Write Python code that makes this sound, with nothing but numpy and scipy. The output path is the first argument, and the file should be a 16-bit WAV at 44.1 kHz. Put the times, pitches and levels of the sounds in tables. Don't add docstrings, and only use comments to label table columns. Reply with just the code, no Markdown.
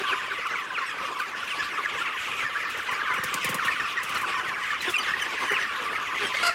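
import sys
import numpy as np
from scipy import signal
from scipy.fft import rfft, irfft
from scipy.io import wavfile
from scipy.ndimage import uniform_filter1d

SR = 44100
rng = np.random.default_rng(int(sys.argv[2]) if len(sys.argv) > 2 else 0)


def generate_wav(signal):
    frames = np.transpose(np.atleast_2d(signal))
    scaled = np.clip(frames, -1, 1) * 32767
    pcm = np.round(scaled).astype(np.int16)
    wavfile.write(sys.argv[1], SR, pcm)


N = 288414


def amp(db):
    return 10 ** (np.asarray(db) / 20)


def evened(x):
    return x / np.sqrt(np.mean(x ** 2) + 1e-20)


def level(curve):
    return amp(np.interp(np.arange(N) / SR, *np.transpose(curve)))


def add(mix, s, sound):
    part = mix[max(round(s * SR), 0):][:len(sound)]
    part += sound[:len(part)]


def coloured(x, points):
    f, db = np.transpose(points)
    hz = np.fft.rfftfreq(len(x), 1 / SR)
    gain = amp(np.interp(np.log(hz + 1), np.log(f + 1), db))
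    return irfft(rfft(x) * gain, len(x))


def resonate(x, hz, width):
    return signal.lfilter(*signal.iirpeak(hz, hz / width, SR), x)


def glide(x, hz, width):
    turn = np.exp(2j * np.pi * np.cumsum(hz) / SR)
    r = np.exp(-np.pi * width / SR)
    return 2 * (turn * signal.lfilter([1 - r], [1, -r], x / turn)).real


def wobble(count, smooth_s):
    size = max(int(smooth_s * SR), 2)
    return evened(uniform_filter1d(uniform_filter1d(rng.standard_normal(count), size), size))


def whistle(hz, overtones_db, hoarse_db):
    unsteady_hz = hz * (1 + 0.015 * wobble(len(hz), 0.0027))
    turn = 2 * np.pi * (np.cumsum(unsteady_hz) / SR + rng.random())
    overtones = np.sin(2 * turn) + amp(-2) * np.sin(3 * turn)
    overtones += amp(-9.5) * np.sin(4 * turn) * (hz < SR / 9)
    tone = np.sin(turn) + amp(overtones_db + 2.9 * wobble(len(hz), 0.0012)) * overtones
    swell = np.hanning(len(hz)) ** 0.39
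    return tone * swell * amp(hoarse_db * wobble(len(hz), 0.0031))


def chorus(count=2100):
    # time in seconds, level in dB before the mix.
    flock = [(0, -36), (.13, -30.5), (.37, -32.5), (.56, -29), (.69, -37), (.78, -32), (1, -34),
             (1.21, -30), (1.3, -36.5), (1.43, -34), (2.13, -30.5), (2.6, -34), (2.71, -29.5), (2.85, -35),
             (2.91, -27), (3.03, -33), (3.13, -26), (3.21, -31.5), (3.6, -28.5), (3.82, -28.5), (3.93, -36),
             (3.98, -29.5), (4.97, -31), (5.46, -31), (5.55, -26), (5.62, -30), (6.54, -32)]
    # pitch in Hz, relative gain in dB.
    carry = [(800, -4), (950, 4), (1120, 0.5), (1400, -1), (1900, 2.5), (2800, -4.5), (3600, -10.5),
             (5000, -2), (9000, -10.5), (16000, -38)]
    lowest_start_hz, start_range = 1147.5, 3.2
    floor_hz, bend_hz = 1002.4, 150
    nearest_db = 8.5
    out = np.zeros(N)
    for k, (when, high, steep, long, near, bright) in enumerate(rng.random((count, 6))):
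        length = .014 + .052 * long ** 1.8
        t = np.arange(int(length * SR)) / SR
        fall_hz_per_s = 2000 + 34000 * steep ** 1.301
        slide_hz = lowest_start_hz * start_range ** high - fall_hz_per_s * t
        hz = bend_hz * np.logaddexp(slide_hz / bend_hz, (floor_hz + 180 * bright) / bend_hz)
        overtones_db = -28 + 23 * bright ** 0.99 * (1 - steep)
        peep = amp(nearest_db * near ** 2.0) * whistle(hz, overtones_db, hoarse_db=3.0)
        add(out, (k + when) / count * N / SR, peep)
    surges = amp(1.13 * wobble(N, 0.037))
    return level(flock) * surges * evened(coloured(out, carry))


def murmur():
    # frequency in Hz, relative level in dB per Hz.
    air = [(20, -45), (75, -25), (444, -7), (682, -13.5), (852, -6.5), (1080, -3.5), (1200, -2),
           (1560, -36), (2640, -100)]
    wash = evened(coloured(rng.standard_normal(N), air))
    return amp(-44.5 + 3.7 * wobble(N, 0.027)) * wash


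def scuffle():
    # frequency in Hz, relative level in dB per Hz.
    litter_colour = [(1470, -14.5), (2500, -2), (2900, -3.5), (4340, -15), (12400, -29.5), (15200, -38)]
    # time in seconds, level in dB.
    stir = [(0, -36), (.2, -39.5), (1.1, -41.5), (1.5, -37), (2.6, -38), (3.5, -37), (4.5, -37.5),
            (4.95, -35), (5.3, -35.5), (6.05, -39), (6.4, -35), (6.54, -43)]
    # time in seconds, level in dB.
    rumble = [(0, -72), (2.7, -78), (3.2, -55), (4.8, -63), (6.54, -71)]
    scrapes = amp(2.05 * wobble(N, 0.049) + 0.94 * wobble(N, 0.012))
    click_sizes = amp(2.9 * np.minimum(rng.exponential(1, N), 5.))
    crackle = click_sizes * (rng.random(N) < 500 / SR) * rng.choice([-1, 1], N)
    hiss = scrapes * (rng.standard_normal(N) + amp(-12.5) * evened(crackle))

    z = signal.stft(hiss, nperseg=256)[2]
    patches = uniform_filter1d(rng.standard_normal(z.shape), size=7, axis=0)
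    patches = evened(uniform_filter1d(patches, size=14, axis=1))
    patchy = signal.istft(z * amp(2.77 * patches), nperseg=256)[1][:N]
    litter = evened(coloured(patchy, litter_colour))

    gusts = amp(1.2 * wobble(N, 0.035)) * rng.standard_normal(N)
    stirred = evened(resonate(resonate(gusts, 82, 200), 84, 200))
    return level(stir) * litter + level(rumble) * stirred


def voice(hz, db, rough, bright_db, beak):
    # centre in Hz at beak opening 1, width in Hz,
    # level in dB before brightness.
    throat = [(473, 100, -4), (700, 680, -15.5), (1464, 570, -1), (2600, 920, -9.5), (4600, 950, -7),
              (7700, 2900, -17), (11500, 3800, -22.5)]
    turns = np.cumsum(hz * (1 + 0.029 * wobble(len(hz), 0.00185))) / SR
    folds = sum(np.cos(2 * np.pi * k * turns) / (1 + (k / 9) ** 2) for k in range(1, 20))
    puffs = (0.35 + np.exp(-(turns % 1) / 0.51)) * rng.standard_normal(len(hz))
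    drive = (1 - rough) * evened(folds) + rough * evened(puffs)
    drive = signal.sosfilt(signal.butter(2, 330, "high", fs=SR, output="sos"), drive)
    drive = drive * amp(1.9 * wobble(len(hz), 0.0048))
    sound = np.zeros(len(hz))
    for k, (f, width, g_db) in enumerate(throat):
        centre_hz = f * beak ** (f < 3500)
        gain = amp(g_db + bright_db * max(np.log2(f / 2500), 0))
        ring = glide(glide(drive, centre_hz, width), centre_hz, width)
        sound += (-1) ** k * gain * ring
    return amp(db) * evened(sound) * signal.windows.tukey(len(hz), 200 / len(hz))


def clucks():
    # time in seconds (each begins 8 ms ahead of it), level in dB before the split
    # into hum and voice, middle pitch in Hz, length in seconds.
    placed = [(0.009, -33, 387, 0.026), (0.123, -35, 388, 0.033), (0.317, -37, 392, 0.033),
              (1.023, -40, 540, 0.045), (1.953, -38, 490, 0.026), (4.435, -38.5, 371, 0.022),
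              (4.877, -33.5, 361, 0.042), (5.511, -31.5, 413.3, 0.038), (6.214, -32, 404, 0.057)]
    scattered = rng.random((90, 4)) * [N / SR, 9, 200, .012] + [0, -47.5, 365.5, 0.0026]
    out = np.zeros(N)
    for s, db, hz, length in [*placed, *scattered]:
        pitch = hz * np.linspace(1.04, .96, int(max(length, .005) * SR))
        hum = np.sqrt(2) * amp(db - 4.0) * whistle(pitch, -13.0, hoarse_db=4.5)
        breath = voice(pitch, db - 1.0, rough=0.65, bright_db=-15.5, beak=np.ones(len(pitch)))
        add(out, s - .008, hum + breath)
    return out


def near_peeps():
    # start in seconds, length in seconds, first pitch in Hz, last pitch in Hz,
    # level in dB, overtones in dB against the fundamental.
    peeps = [(0.034, 0.018, 1694, 1540, -22.5, -26), (0.057, 0.098, 3570, 2000, -28.5, -39),
             (0.077, 0.046, 1296, 1013, -28, -20), (0.12, 0.033, 1856, 945, -25, -34),
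             (0.308, 0.024, 1780, 1255, -27, -30), (0.452, 0.028, 1602, 1030, -27.5, -30),
             (0.526, 0.024, 1897, 1226, -25.5, -27), (0.703, 0.012, 1720, 1380, -28.5, -30),
             (0.736, 0.064, 3190, 1510, -27, -40), (0.799, 0.05, 1124, 1030, -27.5, -30),
             (0.775, 0.026, 1390, 1363, -26.5, -16), (0.845, 0.073, 2840, 2565, -45, -6),
             (1.196, 0.013, 1650, 1400, -24, -16), (1.207, 0.027, 1275, 1162, -26.5, -17),
             (1.424, 0.014, 1580, 1350, -25.5, -30), (1.492, 0.064, 3260, 2060, -29.5, -33),
             (1.591, 0.029, 1737, 1730, -25.5, -17), (1.616, 0.022, 1750, 1130, -31, -30),
             (1.772, 0.039, 1336, 1023, -22.5, -37.0), (1.824, 0.05, 2400, 1714, -30.5, -22),
             (1.848, 0.025, 1660, 1690, -23.5, -26), (2.01, 0.023, 1374, 1410, -23, -40),
             (2.056, 0.05, 3050, 1850, -29.5, -32), (2.442, 0.043, 1817, 1760, -26.5, -28),
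             (2.553, 0.027, 1544, 1790, -23, -41), (2.792, 0.018, 2100, 1100, -26.5, -30),
             (2.884, 0.018, 1036, 996, -25, -30), (3.007, 0.018, 1690, 1600, -24.5, -32),
             (3.581, 0.027, 2004, 1124, -24.5, -26), (3.594, 0.046, 1562, 1086, -28, -16),
             (3.679, 0.023, 1906, 1750, -18.5, -35), (3.709, 0.034, 2720, 2120, -26, -25),
             (3.796, 0.024, 1926, 1600, -22.5, -23), (3.967, 0.026, 1964, 1766, -23.5, -22),
             (4.154, 0.031, 1468, 1294, -28, -5), (4.233, 0.025, 1870, 1160, -25, -27),
             (4.469, 0.0405, 2040, 1680, -27.5, -33), (4.702, 0.019, 1750, 1720, -22, -28),
             (4.802, 0.016, 4230, 3800, -29.5, -23), (4.883, 0.018, 3580, 3460, -27.5, -22),
             (4.939, 0.026, 2710, 2660, -20, -26), (4.956, 0.017, 2430, 2470, -20.5, -22),
             (4.978, 0.024, 3050, 2920, -24, -14), (4.996, 0.03, 4900, 4500, -34, -30),
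             (5.03, 0.038, 4000, 2845, -34.5, -19), (5.043, 0.06, 2200, 1220, -28.5, -22),
             (5.136, 0.012, 1870, 1920, -17.5, -40), (5.207, 0.037, 3165, 2860, -31, -12),
             (5.465, 0.073, 3040, 2960, -33.5, -11), (5.55, 0.0296, 2970, 2340, -26, -30),
             (6.227, 0.055, 3170, 3190, -31, -20), (6.257, 0.031, 2740, 2590, -37.5, -4),
             (6.358, 0.031, 2196, 2130, -25.5, -19)]
    out = np.zeros(N)
    for s, length, first_hz, last_hz, db, overtones_db in peeps:
        pitch = np.linspace(first_hz, last_hz, int(length * SR))
        add(out, s, amp(db) * whistle(pitch, overtones_db, hoarse_db=3.0))
    return out


def wings():
    # start in seconds, feather hiss in dB before a 5.5 dB cut,
    # knock and push of air in dB (the push 5 dB lower), crispness 0-1.
    slaps = [(0.4697, -35.5, -62, 0.7), (1.1895, -32, -63, 0), (2.696, -31.5, -63, 0.1),
             (2.771, -33, -60, 0.2), (2.828, -36, -61, 0.4), (2.9103, -30, -41, 0.1),
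             (3.1373, -31, -39, 0.3), (3.1829, -39, -31.5, 0.6), (3.2387, -19, -32, 0.54),
             (3.342, -17, -32, 0.65), (3.4464, -19.5, -30, 0.5), (3.4907, -21, -26, 0.27),
             (3.5443, -19, -30, 0.55), (3.648, -27, -34.5, 0), (4.032, -25, -41, 0.42),
             (4.094, -28, -40, 0.44), (4.147, -30, -41, 0.4), (4.174, -29, -42, 0.2),
             (4.213, -28.5, -42, 0.3), (4.818, -27, -43, 0.4), (4.897, -24.5, -42, 0),
             (5.5154, -27, -36.5, 0.24)]
    out, t = np.zeros(N), np.arange(4000) / SR
    feathers = signal.butter(1, [4000, 12500], "band", fs=SR)
    for s, hiss_db, push_db, crisp in slaps:
        attack = 1 - np.exp(-t / (0.00023 + 0.0032 * (1 - crisp)))
        swish = attack * amp(-60 * t / (.15 - 0.17 * crisp))
        snap_noise = rng.standard_normal(len(t)) + amp(8) * (t == 0)
        snap = crisp * amp(11 - 60 * t / 0.0072) * snap_noise
        hiss = signal.lfilter(*feathers, snap + swish * rng.standard_normal(len(t)))
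        knock = np.sin(2 * np.pi * 505 * t) * amp(-60 * t / 0.056) * (1 - np.exp(-t / 0.00033))
        push_hz = 55 + 380 * np.exp(-t / 0.0111)
        push_swell = np.exp(-((t - .012) / 0.0095) ** 2)
        push = np.sin(2 * np.pi * (np.cumsum(push_hz) / SR + rng.random())) * push_swell
        add(out, s, amp(hiss_db - 5.5) * hiss + amp(push_db) * (knock + amp(-5) * push))
    return out


def shed(x):
    at = np.arange(150, 16000, 20)
    taps = np.zeros(16020)
    fade = amp(-60 * at / SR / 0.37)
    taps[at + rng.integers(0, 20, len(at))] = rng.choice([-1., 1.], len(at)) * fade
    return signal.oaconvolve(x, taps / np.linalg.norm(taps))[:N]


def squawk():
    # time in seconds, level in dB, pitch in Hz,
    # brightness in dB per octave, beak opening as a factor on the lower resonances.
    course = [(6.338, -31, 484, -3, 1.2), (6.342, -21.5, 502, -12, 1.17), (6.369, -32.5, 526, -1, 1.5),
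              (6.396, -30.5, 544.6, -6, 1.32), (6.426, -29, 557, -4, 1.5), (6.429, -23.5, 701, -1, 1.04),
              (6.447, -24, 686.5, -0.5, 0.95), (6.462, -27, 709, 2, 1.16), (6.476, -24, 705, 2.5, 1.05),
              (6.488, -21, 700, -3.5, 0.87), (6.501, -27.5, 684, -6, 0.94), (6.52, -42, 690, -8, 0.77)]
    out = np.zeros(N)
    s, *columns = np.transpose(course)
    times = np.arange(s[0], s[-1], 1 / SR)
    db, hz, bright_db, beak = (np.interp(times, s, c) for c in columns)
    break_hz, rasp, note = 630, 0.63, 0.3
    rough = note + (rasp - note) / (1 + np.exp((hz - break_hz) / 30))
    add(out, s[0], voice(hz, db, rough, bright_db, beak))
    return out


def scene():
    voices = near_peeps() + clucks() + squawk()
    far, beats = chorus(), wings()
    echoes = shed(amp(-11.0) * voices + amp(-10.0) * far + amp(-12.5) * beats)
    return (voices + beats + amp(-1.5) * far + echoes + scuffle() + murmur())[None]


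def record(dry):
    thinned = signal.sosfilt(signal.butter(3, 50, "high", fs=SR, output="sos"), dry)
    edge_hz = 16100
    band_limit = signal.firwin(511, edge_hz, window=("kaiser", 9), fs=SR)
    return signal.oaconvolve(thinned, band_limit[None], "same")


dry = scene()
out = record(dry)
generate_wav(out)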